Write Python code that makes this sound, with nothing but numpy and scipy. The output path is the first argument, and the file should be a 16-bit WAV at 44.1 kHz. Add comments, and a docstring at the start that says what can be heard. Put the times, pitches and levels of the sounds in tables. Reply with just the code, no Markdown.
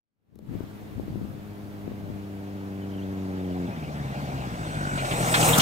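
"""Forest road with gravel edges: a four-cylinder motorcycle comes up to a small stereo microphone on the ground.
Pulses, one a firing, excite the exhaust and ring the engine cases; the throttle shuts and the falling revs burble.
Filtered noise makes the tyre roar, clatter, brake hiss and grit as it rolls close.
Low noise and damped swings make gusts thump on the ports; gliding sines are a far bird; the sound fades in."""
import sys
import numpy as np
from scipy import signal
from scipy.fft import rfft, irfft
from scipy.io import wavfile
from scipy.ndimage import uniform_filter1d

SR = 44100
rng = np.random.default_rng(int(sys.argv[2]) if len(sys.argv) > 2 else 0)


def digitize_waveform(pressure):
    """Quantize a signal to 16-bit integers and store it at the path in sys.argv[1].

    Rows of a 2-D input are taken as channels; values are limited to [-1, 1].
    """
    field = np.atleast_2d(pressure).T
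    bounded = np.clip(field, -1, 1)
    quanta = np.round(bounded * 32767).astype(np.int16)
    wavfile.write(sys.argv[1], SR, quanta)


def volts(x):
    """Linear amplitude factor 10**(x/20) for a level x in dB, scalar or array-like."""
    e = np.asarray(x, float) / 20
    return 10 ** e


N = 247401
T = np.arange(N) / SR
HZ = np.fft.rfftfreq(512, 1 / SR)[:, None]
FRAME_T = (np.arange(N // 128 + 5) * 128) / SR

# firing rate as heard: t/s, rate/(firings per s)
FIRING_RATE = [(0, 104.7), (1.2, 103.1), (2.2, 99.6), (3, 96.9), (3.2, 95.5), (3.4, 92.9), (3.55, 89.7),
               (3.67, 88.3), (3.86, 73.8), (3.96, 74.4), (4.08, 66.4), (4.2, 72), (4.4, 65.1), (4.6, 53.6),
               (4.75, 49.9), (5.2, 41.8), (5.61, 37.6)]
# coherence of the two channels: f/Hz, left-right likeness (0 to 1)
COHERENCE = [(100, 1), (800, 0.92), (2000, 0.86), (5000, 0.21), (10000, 0.12), (16000, 0.16)]
# arrival at the ports: t/s, left lag/ms, factor on the likeness
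ARRIVAL_LAG = [(0, 0.26, 0.61), (5.1, 0.35, 1), (5.35, 0.31, 0.99), (5.61, 0.29, 0.23)]
SHUT_S = 3.65  # the throttle begins to shut


def read(points, hz):
    """Spectral interpolation: a spectrum is read on a log-frequency axis."""
    f, value = np.transpose(points)
    return np.interp(np.log(hz + 1), np.log(f + 1), value)


def curves(rows, t):
    """Linear interpolation: each column of a table along time."""
    s, *columns = np.transpose(rows)
    return [np.interp(t, s, c) for c in columns]


def colour(x, points):
    """Minimum-phase filtering: the log gain fixes the phase, so the response is causal."""
    log_gain = np.log(volts(read(points, abs(np.fft.fftfreq(16384, 1 / SR)))))
    spectrum = np.exp(np.conj(signal.hilbert(log_gain)))
    taps = np.fft.ifft(spectrum).real[:6000]
    return signal.oaconvolve(x, taps)[:N]


def unit(points):
    """Power normalisation: the gain of a spectrum scaled to a total power of 1."""
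    gain = volts(read(points, HZ))
    return gain / np.sqrt(np.sum(gain ** 2) * HZ[1])


def noise(gain, same=0, patchy_db=1.5, lagging=True):
    """Partially coherent noise: gain per root Hz over frequency and time, in drifting patches."""
    a, b, c, d, patches = rng.standard_normal((len(FRAME_T), len(HZ), 5)).T
    patches = uniform_filter1d(uniform_filter1d(patches, size=14, axis=1), size=6, axis=0)
    lag_ms = curves(ARRIVAL_LAG, FRAME_T)[0] * lagging
    right = a + 1j * b
    same = np.clip(same, 0, 1)
    left = same * right + np.sqrt(1 - same ** 2) * (c + 1j * d)
    left = left * np.exp(-2j * np.pi * HZ * lag_ms / 1000)
    z = np.array([left, right]) * gain * volts(patchy_db * patches / patches.std())
    return signal.istft(z * np.sqrt(HZ[1] * 3 / 2), nperseg=512, noverlap=384)[1][:, :N]


def to_ports(x):
    """Arrival-time difference: sound reaches the right port first, and is 1.1 dB stronger at the left."""
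    late = np.interp(T - curves(ARRIVAL_LAG, T)[0] / 1000, T, x)
    return np.array([late * volts(1.1), x])


def forest():
    """Diffuse field: steady broadband hush, weakly coherent between the ports."""
    # hush of the forest: f/Hz, spectral level/dB per Hz
    hush = [(30, -109), (100, -73), (300, -76), (700, -83.5), (1500, -89), (2700, -94.5), (4600, -101),
            (8000, -109), (15500, -121), (16200, -140)]
    return noise(volts(read(hush, HZ)), 0.21, patchy_db=1.0)


def wind_db(t):
    """Superposed flow levels at left and right port: a breeze that dies down, with Gaussian gusts."""
    # gusts: t/s, half width/s, level at the left port/dB
    gust_rows = [(.38, 0.11, -35.5), (.55, 0.065, -33.5), (1, 0.038, -37.5), (1.19, 0.11, -35.5),
                 (1.9, 0.043, -40), (2.15, 0.11, -43)]
    breeze_db, lull_s, lull_db, shelter_db = -44, 2.12, -6.5, -8.5  # shelter: gusts, right port under left
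    breeze = volts(breeze_db + lull_db * (1 + np.tanh((t - lull_s) / .1)) / 2)
    gusts = sum(volts(db) * np.exp(-((t - s) / width) ** 2) for s, width, db in gust_rows)
    return 20 * np.log10([breeze + gusts, breeze * volts(-5) + gusts * volts(shelter_db)])


def wind(lumpy_db=2.5, ring=.55, edge=1.5):
    """Turbulent pressure on the ports: incoherent lumpy low noise, with single damped thumps."""
    # buffeting noise: f/Hz, relative level/dB
    buffet = [(20, -17), (35, -19), (60, 0.5), (120, 2.5), (250, -2), (400, -14), (700, -25), (1500, -74)]
    # strongest thumps: t/s, peak level/dB, f/Hz, push +1 or pull -1, port (0 left, 1 right)
    thumps = [(.3602, -13, 250, 1, 0), (.3923, -14, 330, 1, 0), (.4918, -20, 129, -1, 0),
              (.5539, -17, 258, 1, 0), (.6071, -15, 264, 1, 0), (.6396, -21.5, 199, 1, 0),
              (.9807, -19, 210, -1, 0), (.998, -15.5, 330, 1, 0), (1.0344, -21, 195, -1, 1),
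              (1.0817, -19, 237, -1, 0), (1.106, -21, 140, 1, 1), (1.1577, -16.5, 245, 1, 0),
              (1.2145, -24, 237, -1, 0), (1.8789, -15.5, 286, 1, 0), (1.9185, -19.5, 311, 1, 0),
              (2.1013, -18, 231, 1, 0)]
    # lesser thumps: rate, peak over the wind level, pitch range
    small_per_s, small_db, small_hz = 31, 7, (120, 328)
    white = rng.standard_normal((2, N))
    lumps = uniform_filter1d(uniform_filter1d(rng.standard_normal((2, N)), size=400), size=400)
    out = np.array([colour(w, buffet) for w in white])
    out *= volts(wind_db(T) + lumpy_db * np.clip(lumps / lumps.std(), -2, 2)) / out.std()
    t = np.arange(-400, 800) / SR
    a, b, c, d = rng.random((round(small_per_s * T[-1]), 4)).T
    at = .02 + a * (T[-1] - .05)
    side = (d > .7).astype(int)  # mostly the left port
    peak_db = wind_db(at)[side, np.arange(len(at))] + small_db
    small = zip(at, peak_db, np.interp(b, [0, 1], small_hz), c - .4, side)
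    for s, db, hz, push, port in [*thumps, *small]:
        envelope = np.exp(-abs(t * hz / np.where(t < 0, .2, ring)) ** edge)
        swing = np.cos(2 * np.pi * hz * t) * envelope
        out[int(port > .5), round(s * SR) - 400:][:len(t)] += np.sign(push) * volts(db) * swing
    return out


def ticks(decay_s=.002):
    """Impact noise: grit blown against the left port gives short decaying clicks, fainter at the right."""
    # clicks: t/s, level/dB
    clicks = [(.356, -33), (.389, -36)]
    out, t = np.zeros(N), np.arange(600) / SR
    for s, db in clicks:
        out[round(s * SR):][:len(t)] += volts(db) * np.exp(-t / decay_s) * rng.standard_normal(len(t))
    return out * volts(np.array([[0], [-9]]))


def bird(echo_db=-14):
    """Frequency glides: short whistled sines, with one echo from the trees."""
    # notes: t/s, length/s, start f/Hz, end f/Hz, level/dB
    notes = [(2.815, .03, 3150, 2900, -57), (2.89, .01, 3250, 3100, -57), (2.912, .015, 2800, 3300, -57),
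             (2.935, .025, 3250, 2950, -53), (2.975, .028, 3250, 2600, -52), (3.015, .027, 2900, 3600, -53),
             (3.44, .018, 3600, 2800, -55), (3.522, .018, 3050, 2700, -53), (3.668, .012, 3700, 3000, -52),
             (3.71, .035, 2450, 2550, -50), (3.385, .03, 3700, 3500, -57), (3.836, .018, 3500, 2200, -48),
             (3.86, .045, 2150, 2500, -49), (3.992, .012, 4000, 3100, -52), (4.02, .04, 2100, 2350, -51),
             (4.12, .035, 1950, 1900, -48)]
    out = np.zeros(N)
    for s, length, from_hz, to_hz, db in notes:
        hz = np.linspace(from_hz, to_hz, round(length * SR))
        whistle = np.sin(2 * np.pi * np.cumsum(hz) / SR)
        out[round(s * SR):][:len(hz)] += volts(db) * signal.windows.tukey(len(hz), .4) * whistle
    return to_ports(out + volts(echo_db) * np.roll(out, shift=900))


def throttle(t):
    """Two-stage closing, open 1 and shut 0: a linear snap to a share, with exponential ebb."""
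    snap_s, snap_to, ebb_s = 0.037, 0.15, 0.097
    since = np.maximum(t - SHUT_S, 0)
    return (1 - (1 - snap_to) * np.minimum(since / snap_s, 1)) * np.exp(-since / ebb_s)


def heard(part, t):
    """Distance law: level/dB from (dB at 1 m, dB lost per doubled distance, dB gained per doubled revs)."""
    # the machine's approach: t/s, distance/m
    distance = [(0, 420), (1, 250), (2, 130), (3, 71), (3.6, 46), (4.2, 25), (4.6, 22.3), (4.9, 16.7),
                (5.1, 8.6), (5.28, 5.66), (5.45, 2.92), (5.61, 2.88)]
    near_db, fall_db, rev_db = part
    idle_per_s = 40  # firing rate at which the revs add nothing
    # treble skims the ground and falls faster than bass
    fall = fall_db * np.log2(curves(distance, t)[0])
    return near_db - fall + rev_db * np.log2(curves(FIRING_RATE, t)[0] / idle_per_s)


def crank(start=0.099):
    """Phase as integrated frequency: firings counted since the start."""
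    return start + np.cumsum(curves(FIRING_RATE, T)[0]) / SR


def crunch(rise_s=0.0048):
    """Exponential decay: stones and knocks in noise bursts, each spread around its own centre."""
    # bursts as the wheels draw level: t/s, level/dB, centre f/Hz, spread in log frequency, t60/s
    bursts = [(4.982, -37.5, 2520, 0.41, 0.22), (5.052, -39.5, 2200, 0.76, 0.13),
              (5.114, -32.5, 2300, 0.37, .12), (5.344, -19, 2020, 0.5, 0.13),
              (5.414, -29, 2700, 0.55, 0.062), (5.431, -26.5, 2840, 0.16, 0.059),
              (5.45, -33, 7800, 0.13, 0.12), (5.478, -29, 740, 0.36, 0.16), (5.485, -27, 14500, .1, .15),
              (5.49, -32, 2430, 0.11, 0.18), (5.534, -26.5, 3560, 0.077, 0.15),
              (5.584, -18, 8140, 0.52, 0.041), (5.6, -19, 2770, 0.58, 0.15)]
    gain = np.zeros((len(HZ), len(FRAME_T)))
    for s, db, hz, width, t60 in bursts:
        age = FRAME_T - s
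        shape = np.exp(-.5 * (np.log((HZ + 1) / hz) / width) ** 2) / np.sqrt(hz * width)
        decay = volts(db - 60 * np.maximum(age, 0) / t60)
        gain += shape * decay * np.clip(1 + age / rise_s, 0, 1)
    return noise(gain, read(COHERENCE, HZ), patchy_db=1.5)


def rolling(roar_puff=0.1, clatter_puff=0.059):
    """Amplitude modulation: tyre roar and engine clatter throb with the firings; brake hiss and grit do not."""
    # each scaled to unit power: f/Hz, relative level/dB per Hz
    roar_spectrum = [(60, -40), (150, -7), (300, -1), (450, -8.5), (620, 1), (780, -3), (1000, -8.5),
                     (1300, -18.5), (2500, -39)]
    clatter_spectrum = [(500, -14), (1000, 1.5), (1400, 1.5), (1750, -1), (2300, -2), (3000, -6.5),
                        (3800, -7.5), (5000, -13), (7000, -16.5), (10000, -26.5), (15000, -67)]
    brake_spectrum = [(3000, -44), (5000, -1), (6000, 4.5), (7300, 2.5), (7700, 8), (8150, 13), (8800, 6.5),
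                      (9500, 0.5), (11000, -12), (13000, -36)]
    grit_spectrum = [(4500, -28), (7000, 7), (9500, 4), (11000, 3), (12500, 2), (14000, 6), (15700, 1),
                     (16200, -30)]
    # settings as in heard()
    tyres, engine = (-18, 5.82, 3.84), (-17, 6.14, 0.12)
    pads, grit = (-25, 9.3, .1), (-12, 11.44, 3.3)
    # brake pads bite, then ease off
    bite_s, bite_rise_s, bite_db, ease_s, ease_db_per_s = 4.474, 0.17, 12, 5.49, -200
    roar_db, clatter_db, brake_db, grit_db = (heard(part, FRAME_T) for part in (tyres, engine, pads, grit))
    brake_db += bite_db * np.clip((FRAME_T - bite_s) / bite_rise_s, 0, 1)
    brake_db += ease_db_per_s * np.maximum(FRAME_T - ease_s, 0)
    same = read(COHERENCE, HZ) * curves(ARRIVAL_LAG, FRAME_T)[1]
    puff = np.cos(2 * np.pi * crank())
    roar = noise(unit(roar_spectrum) * volts(roar_db), same, patchy_db=1.8) * (1 + roar_puff * puff)
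    clatter = noise(unit(clatter_spectrum) * volts(clatter_db), same, patchy_db=2.42)
    clatter = clatter * (1 + clatter_puff * puff)
    # brake and grit add in power
    treble = np.hypot(unit(brake_spectrum) * volts(brake_db), unit(grit_spectrum) * volts(grit_db))
    return roar + clatter + noise(treble, 0.7, patchy_db=2.2, lagging=False)


def firings(chance=0.44, jitter=0.014):
    """Impulse train, one pulse a firing: with the throttle shut the cylinders fire more unevenly."""
    # strength of each cylinder's firing, in units of the unevenness
    cylinders = [-0.015, 0.53, -0.035, -1]
    # firings weaker or slightly stronger on the overrun: t/s, level change/dB
    level_changes = [(3.86, -13), (4.143, -30), (4.311, -13), (4.421, -2), (4.575, -12), (4.73, -1),
                     (4.825, 1.5), (4.915, -1), (5.085, -8), (5.465, -21)]
    even_db, uneven_db, change_s = 1.05, 4, 0.01  # unevenness open and shut; half width of a level change
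    spread_db = uneven_db + (even_db - uneven_db) * throttle(T)
    turns = crank()
    at = np.flatnonzero(np.diff(np.floor(turns))) + 1
    luck = np.clip(rng.standard_normal((len(at), 2)), -2, 2)
    strength = np.take(cylinders, np.floor(turns[at]).astype(int) % 4) + chance * luck[:, 0]
    change_db = sum(db * np.exp(-((T[at] - s) / change_s) ** 2) for s, db in level_changes)
    period = SR / curves(FIRING_RATE, T[at])[0]  # samples
    at = np.clip(at + np.round(jitter * period * luck[:, 1]).astype(int), 0, N - 1)
    pulses = np.zeros(N)
    pulses[at] = period / np.sqrt(2) * volts(change_db + spread_db[at] * strength)
    return pulses


def resonate(x, hz, width):
    """Resonance: a doubled complex pole that may glide, scaled to a running power of 1."""
    turn = np.exp(2j * np.pi * np.cumsum(hz * np.ones(N)) / SR)
    r = np.exp(-np.pi * width / SR)
    rung = (turn * signal.lfilter([1], np.convolve([1, -r], [1, -r]), x / turn)).real
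    return rung / np.sqrt(uniform_filter1d(rung ** 2, size=16000) + 1e-20)


def cases(pulses, rattle=3.3, ping_rattle=.6, ping_width=110):
    """Forced modes: firings and gear rattle ring the metal and plastic around the engine."""
    # modes of the plastic fairing: f/Hz, width/Hz, level/dB
    plastic_modes = [(610.5, 64, -0.5), (725.4, 49, 0)]
    # modes of the metal: f/Hz, width/Hz, level/dB
    metal_modes = [(476.7, 28, -2.5), (797, 60, 2), (2818, 85, -12), (3560, 84, -23)]
    # gliding metal ping: t/s, f/Hz, level/dB
    ping = [(0, 1550, -79), (4.5, 1546, -52), (4.9, 1500, -34.5), (5.25, 1350, -41), (5.61, 1320, -34)]
    plastic, metal = (-27.5, 4.44, -2.7), (-19, 7.85, 1.3)  # as in heard()
    knocks, gears = np.sqrt(pulses), rng.standard_normal(N)
    knocks /= knocks.std()
    hz, ping_db = curves(ping, T)
    out = volts(ping_db) * resonate(knocks + ping_rattle * gears, hz, ping_width)
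    for modes, part in ((plastic_modes, plastic), (metal_modes, metal)):
        rung = sum(volts(db) * resonate(knocks + rattle * gears, f, width) for f, width, db in modes)
        out += volts(heard(part, T)) * rung
    return to_ports(out)


def exhaust(pulses, pipe_s=0.007, back=0.29):
    """Pipe reflection: a bark under load; on the overrun an echoed boom, a drone and a burble that follow the pulses."""
    # pipe, throttle open and shut: f/Hz, gain/dB
    pulling_pipe = [(20, -59), (60, -39), (95, -0.5), (190, 2), (290, -1), (390, -7), (490, -13),
                    (600, -20), (900, -40), (3000, -67.5)]
    coasting_pipe = [(20, -33), (45, -44.5), (85, -5), (118, 1), (140, 2.5), (162, 2), (210, -6),
                     (300, -9.5), (450, -22.5), (900, -41), (3000, -68)]
    # burble noise: f/Hz, relative level/dB
    burble_spectrum = [(40, -41), (100, 3.5), (150, -2.5), (200, 5), (300, -9.5), (400, -8.5), (800, -51.5)]
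    # settings as in heard()
    bark, boom = (-2.4, 6.04, .6), (-26.5, 3.64, 4.3)
    drone_part, silencer = (-37.5, 0.95, 0.95), (-26.5, 2.16, .1)
    blow_db, blow_s = 7, 0.064  # the silencer huffs as the throttle shuts
    shut = 1 - throttle(T)
    huff_db = blow_db * np.exp(-np.maximum(T - SHUT_S, 0) / blow_s)
    flow = uniform_filter1d(uniform_filter1d(pulses, size=700), size=700)
    burble = colour(rng.standard_normal(N), burble_spectrum)
    burble *= shut * volts(heard(silencer, T) + huff_db) * flow / burble.std()
    tone = np.sqrt(2) * np.cos(2 * np.pi * (crank() - .2))
    drone = shut * flow * volts(heard(drone_part, T)) * tone
    pulling = pulses * (1 - shut) * volts(heard(bark, T))
    coasting = pulses * shut * volts(heard(boom, T))
    # each pulse runs back along the pipe and returns weaker
    echoed = sum(back ** k * np.roll(coasting, round(k * pipe_s * SR)) for k in range(4))
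    return to_ports(colour(pulling, pulling_pipe) + colour(echoed, coasting_pipe) + burble + drone)


def scene():
    """Linear superposition of forest, wind, bird and machine."""
    # balance of the rolling noise and crunch: f/Hz, left over right/dB
    left_db = [(60, 3.5), (1300, 1.1), (2200, 1), (3500, -0.5), (6000, 1.4), (15000, -3.5)]
    balance = read(left_db, np.fft.rfftfreq(N, 1 / SR))
    machine = rolling() + crunch()
    machine[0] = irfft(rfft(machine[0]) * volts(balance), N)
    pulses = firings()
    background = forest() + wind() + ticks() + bird()
    return background + machine + cases(pulses) + exhaust(pulses)


def capsule_hiss():
    """Self-noise: one white noise, coloured separately for each capsule."""
    # f/Hz, spectral level/dB
    hiss_left = [(1000, -105), (8000, -110), (10000, -109), (12000, -106), (12800, -106), (13600, -104),
                 (14400, -108), (15700, -109), (16200, -135)]
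    hiss_right = [(1000, -105), (8000, -110), (10000, -109), (12000, -106), (12800, -105), (13600, -100),
                  (14400, -105), (15700, -106), (16200, -135)]
    white = noise(np.ones((len(HZ), 1)), 1.0, patchy_db=1.5, lagging=False)
    return np.array([colour(white[0], hiss_left), colour(white[1], hiss_right)])


def roll_off(x):
    """The treble ends steeply here."""
    return signal.sosfilt(signal.butter(12, 16710, fs=SR, output="sos"), x)


def record(dry):
    """Band limitation: capsule hiss is added, the treble ends at an edge and the level fades in."""
    edge_hz, fade_s, fade_db_per_s = 15900, 0.54, 110  # the fade-in ends at fade_s
    band = signal.firwin(511, edge_hz, window=("kaiser", 9), fs=SR)[None]
    limited = signal.oaconvolve(dry + capsule_hiss(), band, "same")
    mix = limited * volts(fade_db_per_s * np.minimum(T - fade_s, 0))
    return roll_off(mix)


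dry = scene()
out = record(dry)
digitize_waveform(out)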